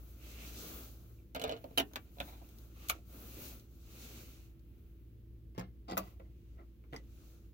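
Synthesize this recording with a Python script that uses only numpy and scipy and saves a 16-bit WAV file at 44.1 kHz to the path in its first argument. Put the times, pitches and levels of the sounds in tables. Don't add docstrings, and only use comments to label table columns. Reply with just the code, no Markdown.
import sys
import numpy as np
from scipy import signal
from scipy.fft import rfft, irfft, next_fast_len
from scipy.io import wavfile
from scipy.ndimage import uniform_filter1d

SR = 44100
rng = np.random.default_rng(int(sys.argv[2]) if len(sys.argv) > 2 else 0)


def amplitude_ratio(level_db):
    exponent = np.asarray(level_db, float) / 20
    return 10 ** exponent


def master(y):
    cut = np.clip(np.atleast_2d(y).T, -1, 1)
    pcm = np.round(cut * 32767)
    wavfile.write(sys.argv[1], SR, pcm.astype(np.int16))


N = 332073
GRAIN = 32

# (time [s], strength [dB], thud over ring [dB], edge crack over strength [dB])
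SEAT_HITS = [(1.3485, -36, -1.5, -12), (1.3505, -37, -7, -19), (1.3604, -42, -8.5, -3.5),
             (1.397, -34, -6, -15), (1.4160, -26.5, -9, -26), (1.4204, -35, -22, -11),
             (1.4396, -22.5, -9.5, -22), (1.4463, -28.5, 35, -34), (1.4784, -39.5, 3, -14),
             (1.494, -31.5, -0.5, -23), (1.5015, -45, 13, -26), (1.5136, -37, -1, -20),
             (1.5225, -33, 2, -38), (1.531, -48, -4, -39), (1.5655, -46, -3, -33),
             (1.573, -47.5, -10.5, -25), (1.6419, -37.5, 7.5, -24), (1.7093, -50.5, 5, -33)]
DROP_HITS = [
    (1.7752, -19.5, -12.5, -15.5),
    (1.7785, -27, -5, -14),
    (1.7818, -16.5, -28.5, -13.5),
    (1.7854, -27.5, -3, -10),
    (1.7912, -21.5, -17, -17),
    (1.7998, -18, -6.5, -21),
    (1.8034, -21.5, -18, -21),
    (1.8075, -32.5, -22, -24),
]
ALIGN_HITS = [
    (1.9135, -54.5, 4, -25),
    (1.935, -49.5, -2, -1.5),
    (1.9584, -25.5, -17, -15),
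    (1.9636, -30.5, -6, -30),
]
TURN_HITS = [
    (2.1695, -51.5, 12, -25),
    (2.1849, -46.5, -3.5, -27),
    (2.2020, -28, -2, -19.5),
    (2.2035, -30, -3, -26),
    (2.2104, -35, -5.5, -30),
    (2.2175, -41.5, -3.5, -30),
    (2.3309, -58, -15, -15),
    (2.4154, -49, 25, -29),
    (2.4215, -52, 20, -29),
]
FINGER_HITS = [
    (1.187, -70, -25, -28),
    (1.2, -66.5, 4, -30),
    (2.444, -65, -20, -30),
    (2.951, -48, 20, -30),
    (2.963, -52.5, 20, -30),
    (3.369, -45.5, 25, -30),
    (3.391, -47.5, 20, -30),
]
LATCH_HITS = [(2.4904, -65, -2, 5), (2.5858, -62, -15, 5.5), (2.8851, -49.5, -22.5, 0.5),
              (2.8866, -45, -26.5, 6), (2.888, -49, -18.5, 5.5), (2.8932, -52, -15, 12.5),
              (2.8948, -50, -20, 9.5), (2.8972, -23, -31.5, -10.5), (2.8980, -17, -29, -11.5),
              (2.8996, -30, -29.5, -13), (2.9025, -25.5, -23.5, -18), (2.9855, -63, 0, -11),
              (3.0942, -63, -6, -6)]
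TOUCH_HITS = [
    (4.7814, -77.5, 3, -2.5),
    (5.5495, -57, 0.5, -20),
    (5.5792, -32, 8, -25),
    (5.5838, -36.5, -2, -16),
    (5.5952, -36, -7.5, -16.5),
    (5.6004, -40, -3, -23),
    (5.6114, -43.5, -4, -16),
]
TWIST_HITS = [
    (5.882, -52, 8, -19.5),
    (5.8855, -45.5, 1, -17.5),
    (5.899, -40, 5, -15),
    (5.9115, -47, -5, -4),
    (5.9204, -38, 2, -19),
    (5.931, -42, 4, -23.5),
]
LOCK_HITS = [
    (5.9703, -29.5, 1, -14),
    (5.9764, -28.5, -5.5, -4.5),
    (5.9804, -36.5, 6, 4),
    (5.9864, -48, -4, -14),
    (6.0744, -59, -27, -30),
    (6.1973, -49.5, 10, -21),
    (6.2015, -51, 3.5, -38),
]
SETTLE_HITS = [
    (6.5804, -65, -3, -23),
    (6.8394, -58.5, 0.5, -29),
    (6.9268, -39, 10.5, -31),
    (6.9325, -40, -3, -28),
    (6.9414, -37.5, 11.5, -27),
    (6.9484, -49, -14, -27),
    (6.9545, -53, -7, -29),
]
PIN_HITS = [
    (3.597, -72.5, -15, 11.5),
    (4.594, -87, -9.5, 13),
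    (6.9626, -36, -23, -22),
]

# (frequency [Hz], level [dB], t60 [s])
SEAT_MODES = [(269, -7, 0.06), (431, 2.5, 0.022), (500.5, 4, 0.018), (580, 3, 0.014), (656.5, 5, 0.034),
              (750, -24, 0.0048), (1430, 3, 0.011), (2410, -6, 0.018), (2952, 6, 0.021),
              (3340, 7.5, 0.00336), (3860, 8.5, 0.011), (4240, 6.5, 0.011)]
DROP_MODES = [(265, -1, 0.04), (430, 1, 0.03), (560, -8, 0.023), (672, -3, 0.028), (820, -2, 0.022),
              (950, -4, 0.013), (1400, -16, 0.01), (2480, -6, 0.01), (2760, -6, .012), (2990, 0, .02),
              (3095, -5, .015), (3760, -4, .012), (4030, -7, .01)]
ALIGN_MODES = [(290, -6, .04), (450, -10, .02), (610, -3, 0.03), (960, -10, 0.015), (1156, -3, 0.01),
               (1442, 1.5, 0.008), (2400, 0.5, 0.007), (2980, 2, 0.0078), (3892, -3, 0.01)]
TURN_MODES = [(285, 3, .05), (520, -5, .025), (670, -3, .025), (980, -7, .02), (1490, -1, .015),
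              (1868, -6, .012), (2380, -2, .01), (2590, -2, .012), (3530, 3, .012), (4050, 4, .012)]
FINGER_MODES = [(331.5, -2, .04), (557, -2, 0.014), (2327, 3, 0.023), (2610, 5, 0.018)]
LATCH_MODES = [(520, -8, .03), (880, -10, 0.01), (1085, -4, 0.01), (1320, 4, 0.011), (1650, -3, 0.006),
               (1900, 2, 0.007), (2380, 4, 0.008), (2880, 1, .007), (3330, 3, 0.007), (4000, 7, .008),
               (4450, 5, .008), (6300, 8, 0.005)]
TOUCH_MODES = [(124.4, -1.5, 0.17), (188.6, -2, 0.13), (297, -1, 0.05), (511, -5.5, 0.046), (707, 1, 0.033),
               (1023, -8, 0.03), (1190, 1, 0.011), (1830, -2.5, 0.019), (2110, -8, 0.06),
               (4030, -13, 0.016), (5200, 4.5, .006)]
LENS_MODES = [(118.2, -9.5, 0.095), (186, -9.5, 0.11), (320, -1, 0.04), (500, -3, 0.03), (730, 2, 0.033),
              (870, -5, 0.027), (1050, 2, 0.014), (1340, -6, 0.008), (1980, -4.5, 0.014),
              (2650, -15.5, 0.0088), (4900, 5, 0.012)]
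LOCK_MODES = [(191.6, -14.5, 0.26), (538, 2, 0.053), (652, 3.5, 0.042), (710, -7, 0.028), (827, -12, 0.018),
              (1038, -1.5, 0.03), (1160, -1.5, 0.041), (1340, -2, 0.016), (2040, 1, 0.013),
              (2120, -7.5, 0.016), (2530, -4, 0.015), (3840, -15, 0.015)]
GRIP_MODES = [(109, 0, 0.097), (283, 0.5, 0.15), (426, -1.5, 0.047), (511, 1, 0.036), (700, -8, 0.028),
              (999, 2, 0.008), (1320, -14, 0.0093), (1996, -12, 0.021), (2370, -7, 0.008)]
SCUFF_MODES = [(322, -4.5, 0.042), (570, -3.5, 0.029), (706, -10, 0.014), (1310, -8, 0.014),
               (2050, 0.5, 0.0059)]
PIN_MODES = [(402, 14, 0.081), (1972, 11.5, 0.034), (2260, 4.8, 0.02), (4850, 13, 0.02), (5770, 8.6, 0.022)]

# (time of most pressure [s], rise [s], fall [s], level [dB])
SEAT_SLIDES = [(1.351, 0.0022, 0.077, -42),
               (1.445, 0.04, 0.092, -47.5),
               (1.505, 0.038, 0.072, -47)]
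TURN_SLIDES = [
    (2.225, 0.025, 0.16, -64),
    (2.3, 0.14, 0.1, -62.5),
]
LATCH_SLIDES = [(2.79, 0.064, .3, -73),
                (2.885, 0.15, 0.0091, -67)]
NUDGE_SLIDES = [
    (5.56, 0.012, 0.03, -62),
    (5.585, 0.0072, 0.086, -54.5),
    (5.61, 0.049, 0.04, -67.5),
]
LENS_SLIDES = [(5.882, 0.0029, 0.18, -50.5),
               (5.92, 0.038, 0.044, -54),
               (5.976, 0.005, 0.026, -39)]
GRIP_SLIDES = [
    (6.935, 0.006, 0.069, -61),
    (6.96, 0.05, 0.067, -62),
]
SCUFF_SLIDES = [
    (6.098, 0.051, 0.031, -63),
    (6.203, 0.0064, 0.055, -62.5),
    (6.585, 0.0059, 0.062, -68),
    (6.62, 0.08, 0.019, -66.5),
]

# (frequency [Hz], level [dB])
GEAR_PATH = [(100, -4), (170, -1), (300, -0.5), (1000, 4), (1800, -0.5), (3000, 2.5), (5000, -4),
             (6400, -1.5), (9000, -9.5), (12000, -1), (16000, -4)]
# (frequency [Hz], t60 [s])
HIDE_T60 = [(250, 0.2), (700, 0.094), (1500, 0.1), (3000, 0.073), (6000, 0.039), (12000, 0.041)]
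# (time [s], fade either side [s], swish level [dB], crispness [dB], weave rasp over swish [dB])
ARM_MOVES = [(0.03, 0.38, -71.5, 5, -10), (0.285, 0.1, -69.5, 1, 2), (0.44, 0.15, -69.5, 2.5, 8.5),
             (0.565, 0.23, -64.5, -1, -7), (0.744, 0.19, -64, 1, -2.5), (1.002, 0.31, -73.5, 5.5, -13),
             (1.563, 0.27, -80.5, 10, -4), (1.87, 0.48, -74.5, 6.5, -6), (2.272, 0.13, -70.5, 3.5, -32),
             (2.417, 0.32, -76, 6, -1.5), (2.598, 0.23, -74, 5, -23), (2.876, 0.15, -69, 1.5, 1.5),
             (3.19, 0.15, -67, 3, -8), (3.427, 0.19, -63.5, 0.5, -0.5), (3.8, 0.26, -75.5, 5, -13),
             (4.086, 0.24, -65.5, -0.5, 0), (4.355, 0.17, -72.5, 2.5, -3.5), (4.8, 0.49, -81, 11, -4),
             (6.032, 0.14, -72, 4.5, -4), (6.443, 0.39, -85, 5, 0), (7.03, 0.37, -88, 8.5, -2),
             (7.27, 0.27, -74, 3.5, -9)]
# (low [Hz], high [Hz], level at full arm speed [dB], rise with arm speed [dB per dB],
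# share of crispness [dB per dB])
CLOTH_RANGES = [
    (3200, 9930, 4.5, 1.0, -1.45),
    (153, 1400, 7.5, 1.45, 0.13),
    (10800, 18400, 8.5, 2.1, 1.0),
    (1790, 2850, 4.5, 1.0, -0.37),
]
# (frequency [Hz], level [dB])
NYLON = [(120, 3.5), (250, 9), (600, 1), (950, -8.5), (1350, -1), (1850, -8), (2600, -0.5), (4100, 4),
         (5200, 0), (6200, 4), (9300, -6), (11500, 3), (13200, 1.5), (15000, 4)]
# (frequency [Hz], level [dB per Hz])
AIR = [(15, -37), (27, -21), (45, -8), (62, -5), (85, -8), (115, -14.5), (150, -17), (330, -21.5),
       (450, -28), (750, -47.5), (1500, -49.5), (3000, -49.5), (8500, -60.5), (15000, -49.5)]
# (frequency [Hz], level [dB], width [Hz], waver [dB])
HUM = [(58, -56, 0.96, 2.2), (113.5, -65, 4, 2.5), (331.8, -72, 5, 0)]
# (frequency [Hz], left minus right [dB])
PORTS = [(200, 0), (450, -4), (800, -2.5), (1400, 6.5), (2300, -5), (4000, 4), (7000, -3.5), (11500, -3.5),
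         (15000, 10)]


def gear():
    seat = contacts(SEAT_HITS, SEAT_MODES, crack_db=9.1, low_hz=280, top_hz=6900, tick_s=0.0014,
                    fine_db=1.9, pan_db=-1.9)
    seat += slide(SEAT_SLIDES, SEAT_MODES, ring_db=-13.5, scratch_db=0.48, top_hz=4200)
    drop = contacts(DROP_HITS, DROP_MODES, crack_db=7.5, low_hz=150, top_hz=4830, tick_s=0.00062,
                    fine_db=1.95, pan_db=-0.9)
    align = contacts(ALIGN_HITS, ALIGN_MODES, crack_db=7.2, low_hz=480, top_hz=4100, tick_s=0.00093,
                     fine_db=0.27, pan_db=0.0)
    turn = contacts(TURN_HITS, TURN_MODES, crack_db=5.5, low_hz=250, top_hz=3900, tick_s=0.0009,
                    fine_db=-1.5, pan_db=-2.0)
    turn += slide(TURN_SLIDES, TURN_MODES, ring_db=5.5, scratch_db=9.5, top_hz=1800)
    fingers = contacts(FINGER_HITS, FINGER_MODES, crack_db=-5, low_hz=250, top_hz=3000, tick_s=0.001,
                       fine_db=0.5, pan_db=-0.5)
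    latch = contacts(LATCH_HITS, LATCH_MODES, crack_db=14, low_hz=575, top_hz=5900, tick_s=0.00059,
                     fine_db=1.5, pan_db=-0.19)
    latch += slide(LATCH_SLIDES, LATCH_MODES, ring_db=9.7, scratch_db=2.5, top_hz=4000)
    touch = contacts(TOUCH_HITS, TOUCH_MODES, crack_db=14.7, low_hz=109, top_hz=2400, tick_s=0.0004,
                     fine_db=-4, pan_db=1.7)
    touch += slide(NUDGE_SLIDES, TOUCH_MODES, ring_db=0, scratch_db=0, top_hz=4100)
    twist = contacts(TWIST_HITS, LENS_MODES, crack_db=4.6, low_hz=340, top_hz=1750, tick_s=0.0031,
                     fine_db=-6.0, pan_db=0.87)
    twist += slide(LENS_SLIDES, LENS_MODES, ring_db=-1.0, scratch_db=-2.0, top_hz=5000)
    twist += contacts(LOCK_HITS, LOCK_MODES, crack_db=6.3, low_hz=250, top_hz=2000, tick_s=0.00062,
                      fine_db=2.6, pan_db=-0.65)
    settle = contacts(SETTLE_HITS, GRIP_MODES, crack_db=2.1, low_hz=350, top_hz=2550, tick_s=0.00067,
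                      fine_db=2.0, pan_db=-0.4)
    settle += slide(GRIP_SLIDES, GRIP_MODES, ring_db=1.6, scratch_db=0.88, top_hz=8600)
    settle += slide(SCUFF_SLIDES, SCUFF_MODES, ring_db=1.5, scratch_db=2.2, top_hz=2500)
    pin = contacts(PIN_HITS, PIN_MODES, crack_db=9.8, low_hz=300, top_hz=6300, tick_s=0.00033,
                   fine_db=-4.5, pan_db=-1.7)

    in_lap = [hide(grip, lag_s=-.00039, echo_db=-5) for grip in (seat, drop, align, turn, fingers)]
    on_knee = [hide(latch, lag_s=-.0003, echo_db=-5)]
    on_lens = [hide(grip, lag_s=.00047, echo_db=-4) for grip in (touch, twist, settle, pin)]
    return pair(colour(sum(in_lap + on_knee + on_lens), GEAR_PATH), share=0.97)


def contacts(events, modes, crack_db, low_hz, top_hz, tick_s, fine_db, pan_db):
    out = np.zeros((2, N + SR))
    t = np.arange(SR // 8) / SR
    for time_s, strength_db, weight_db, hard_db in events:
        thud, ring = ringing(modes, scatter_db=3)
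        chance = rng.standard_normal((4, len(t)))
        crack = chance * (.5 * np.exp(-t / tick_s) + 0.19 * np.exp(-t / 0.0099))
        crack[:, 0] = 0.83 * np.sqrt(tick_s * SR) * np.sign(crack[:, 0])
        ring = ring + amplitude_ratio(crack_db) * band(crack[0], 420, top_hz)
        thud = thud + amplitude_ratio(crack_db + 8.0) * band(crack[1], low_hz, 730)
        edge = band(crack[2], 3505, 8560)
        fizz = band(crack[3], 9800, 18360)
        parts = [(ring, -max(weight_db, 0)),
                 (thud, min(weight_db, 0) - 0.5),
                 (edge, hard_db - fine_db + 12.0),
                 (fizz, hard_db + fine_db + 16.0)]
        hit = sum(amplitude_ratio(strength_db + db) * x / np.abs(x).max() for x, db in parts)
        i = int(time_s * SR)
        out[0, i:i + len(t)] += hit * amplitude_ratio(pan_db / 2)
        i += round(2 * chance[0, -1])
        out[1, i:i + len(t)] += hit * amplitude_ratio(-pan_db / 2)
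    return out[:, :N]


def slide(table, modes, ring_db, scratch_db, top_hz):
    catches_per_s = 2000
    press = sum(amplitude_ratio(db) * swell(time_s, rise_s, fall_s) for time_s, rise_s, fall_s, db in table)
    press = np.repeat(press, GRAIN)[:N]
    catches = (rng.random(N) < catches_per_s / SR) * rng.standard_normal(N) * press
    catches = catches * amplitude_ratio(3.65 * walk(40) - 2.5) * np.sqrt(SR / catches_per_s)
    thud, ring = ringing(modes, scatter_db=1.5)
    body = thud + amplitude_ratio(ring_db) * ring
    body = body / np.sqrt(np.sum(body ** 2))
    scratch = band(band(catches, 560, top_hz), 550, 1.45 * top_hz)
    return signal.oaconvolve(catches, body)[:N] + amplitude_ratio(scratch_db) * scratch


def ringing(modes, scatter_db):
    t = np.arange(SR // 8) / SR
    hz, db, t60 = np.array(modes, float).T[:, :, None]
    level_chance, pitch_chance = rng.standard_normal((2, len(modes), 1))
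    sign = (-1.) ** np.arange(1, len(modes) + 1)[:, None]
    decay = amplitude_ratio(db + scatter_db * level_chance - 60 * t / t60)
    partials = sign * decay * np.sin(2 * np.pi * hz * (1 + 0.02 * pitch_chance) * t)
    low = hz[:, 0] < 1000
    return partials[low].sum(0), partials[~low].sum(0)


def hide(x, lag_s, echo_db):
    t = np.arange(SR // 5) / SR
    octave = np.log2(np.maximum(np.fft.rfftfreq(len(t), 1 / SR), 90) / 90)

    def fade(noise):
        out = 0
        for k in range(9):
            one_octave = irfft(rfft(noise) * np.maximum(1 - np.abs(octave - k), 0), len(t))
            out = out + one_octave * amplitude_ratio(-20 * t / on_log(HIDE_T60, 90 * 2 ** k))
        return out

    echo = fade(rng.standard_normal((2, len(t))))
    for _ in range(2):
        spec = rfft(echo)
        even = uniform_filter1d(np.abs(spec), size=100) / (np.abs(spec) + 1e-9)
        echo = fade(irfft(spec * np.minimum(even, 3), len(t)))
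    echo = echo * np.clip(t / 0.0013, 0, 1)
    echo *= amplitude_ratio(echo_db) / np.sqrt(np.sum(echo ** 2) / 2)
    echo[0, max(round(-lag_s * SR), 0)] += 1
    echo[1, max(round(lag_s * SR), 0)] += 1
    first, last = np.flatnonzero(np.abs(x[0]) > 1e-6)[[0, -1]]
    out = np.zeros((2, N + len(t)))
    out[:, first:last + len(t) - 1] = signal.oaconvolve(x[:, first:last], echo, axes=1)
    return out[:, :N]


def jacket():
    full_arm_db = -62
    shared_flicker_db = .6 * walk(14)
    moves = np.array([swell(time_s, fade_s, fade_s, round_=2.25) for time_s, fade_s, *_ in ARM_MOVES])
    arm_db, crisp_db, rasp_db = np.array(ARM_MOVES).T[2:]
    out = 0
    for k, (lo_hz, hi_hz, db, follow, lean) in enumerate(CLOTH_RANGES):
        peak_db = full_arm_db + db + follow * (arm_db - full_arm_db) + lean * crisp_db
        if k == 3:
            peak_db = peak_db + rasp_db
        catches = rng.standard_normal((2, N)) * amplitude_ratio(5.3 * rng.random((2, N)))
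        gain = np.repeat(amplitude_ratio(peak_db) @ moves, GRAIN)[:N]
        flicker = amplitude_ratio(shared_flicker_db + 1.0 * walk(30))
        out = out + unit(band(catches, lo_hz, hi_hz)) * gain * flicker
    return colour(pair(out, share=0.98), NYLON)


def air():
    noise = pair(rng.standard_normal((2, N)), share=.89)
    out = unit(colour(noise, AIR)) * amplitude_ratio(-57.5)
    t = np.arange(N) / SR
    for hz, db, width_hz, waver_db in HUM:
        level = np.sqrt(2) * amplitude_ratio(db + waver_db * walk(width_hz))
        out = out + level * np.sin(2 * np.pi * hz * t + 0.6 * walk(width_hz))
    return out


def swell(time_s, rise_s, fall_s, round_=1):
    late = np.arange(0, N, GRAIN) / SR - time_s
    length = np.where(late < 0, max(rise_s, 1e-3), max(fall_s, 1e-3))
    return amplitude_ratio(-18 * np.abs(late / length) ** round_)


def walk(rate):
    k = int(SR / rate)
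    held = np.repeat(rng.standard_normal(N // k + 1), k)
    return unit(uniform_filter1d(held, k)[:N])


def pair(x, share):
    low = signal.butter(2, 470, fs=SR, output="sos")
    share = np.clip(share, 0, 1)
    change = share * x[0] + (np.sqrt(1 - share ** 2) - 1) * x[1]
    return np.array([x[0], x[1] + signal.sosfiltfilt(low, change)])


def on_log(table, hz):
    table = np.array(table, float)
    return np.interp(np.log(np.maximum(hz, 1)), np.log(table[:, 0]), table[:, 1])


def colour(x, table):
    n = x.shape[-1]
    size = next_fast_len(n)
    gain = amplitude_ratio(on_log(table, np.fft.rfftfreq(size, 1 / SR)))
    return irfft(rfft(x, size) * gain, size)[..., :n]


def band(x, lo_hz, hi_hz):
    sos = signal.butter(2, [lo_hz, min(hi_hz, .49 * SR)], "band", fs=SR, output="sos")
    return signal.sosfilt(sos, x)


def unit(x):
    return x / np.sqrt(np.mean(x ** 2))


def scene():
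    return gear() + jacket() + air()


def roll_off(x):
    return signal.sosfilt(signal.butter(12, 16820, fs=SR, output="sos"), x)


def record(dry):
    left = [(hz, db / 2) for hz, db in PORTS]
    right = [(hz, -db / 2) for hz, db in PORTS]
    ports = np.array([colour(dry[0], left), colour(dry[1], right)])
    top_cut = signal.ellip(8, .3, 30, 15850, fs=SR, output="sos")
    mix = signal.sosfilt(top_cut, ports)
    return roll_off(mix)


dry = scene()
out = record(dry)
master(out)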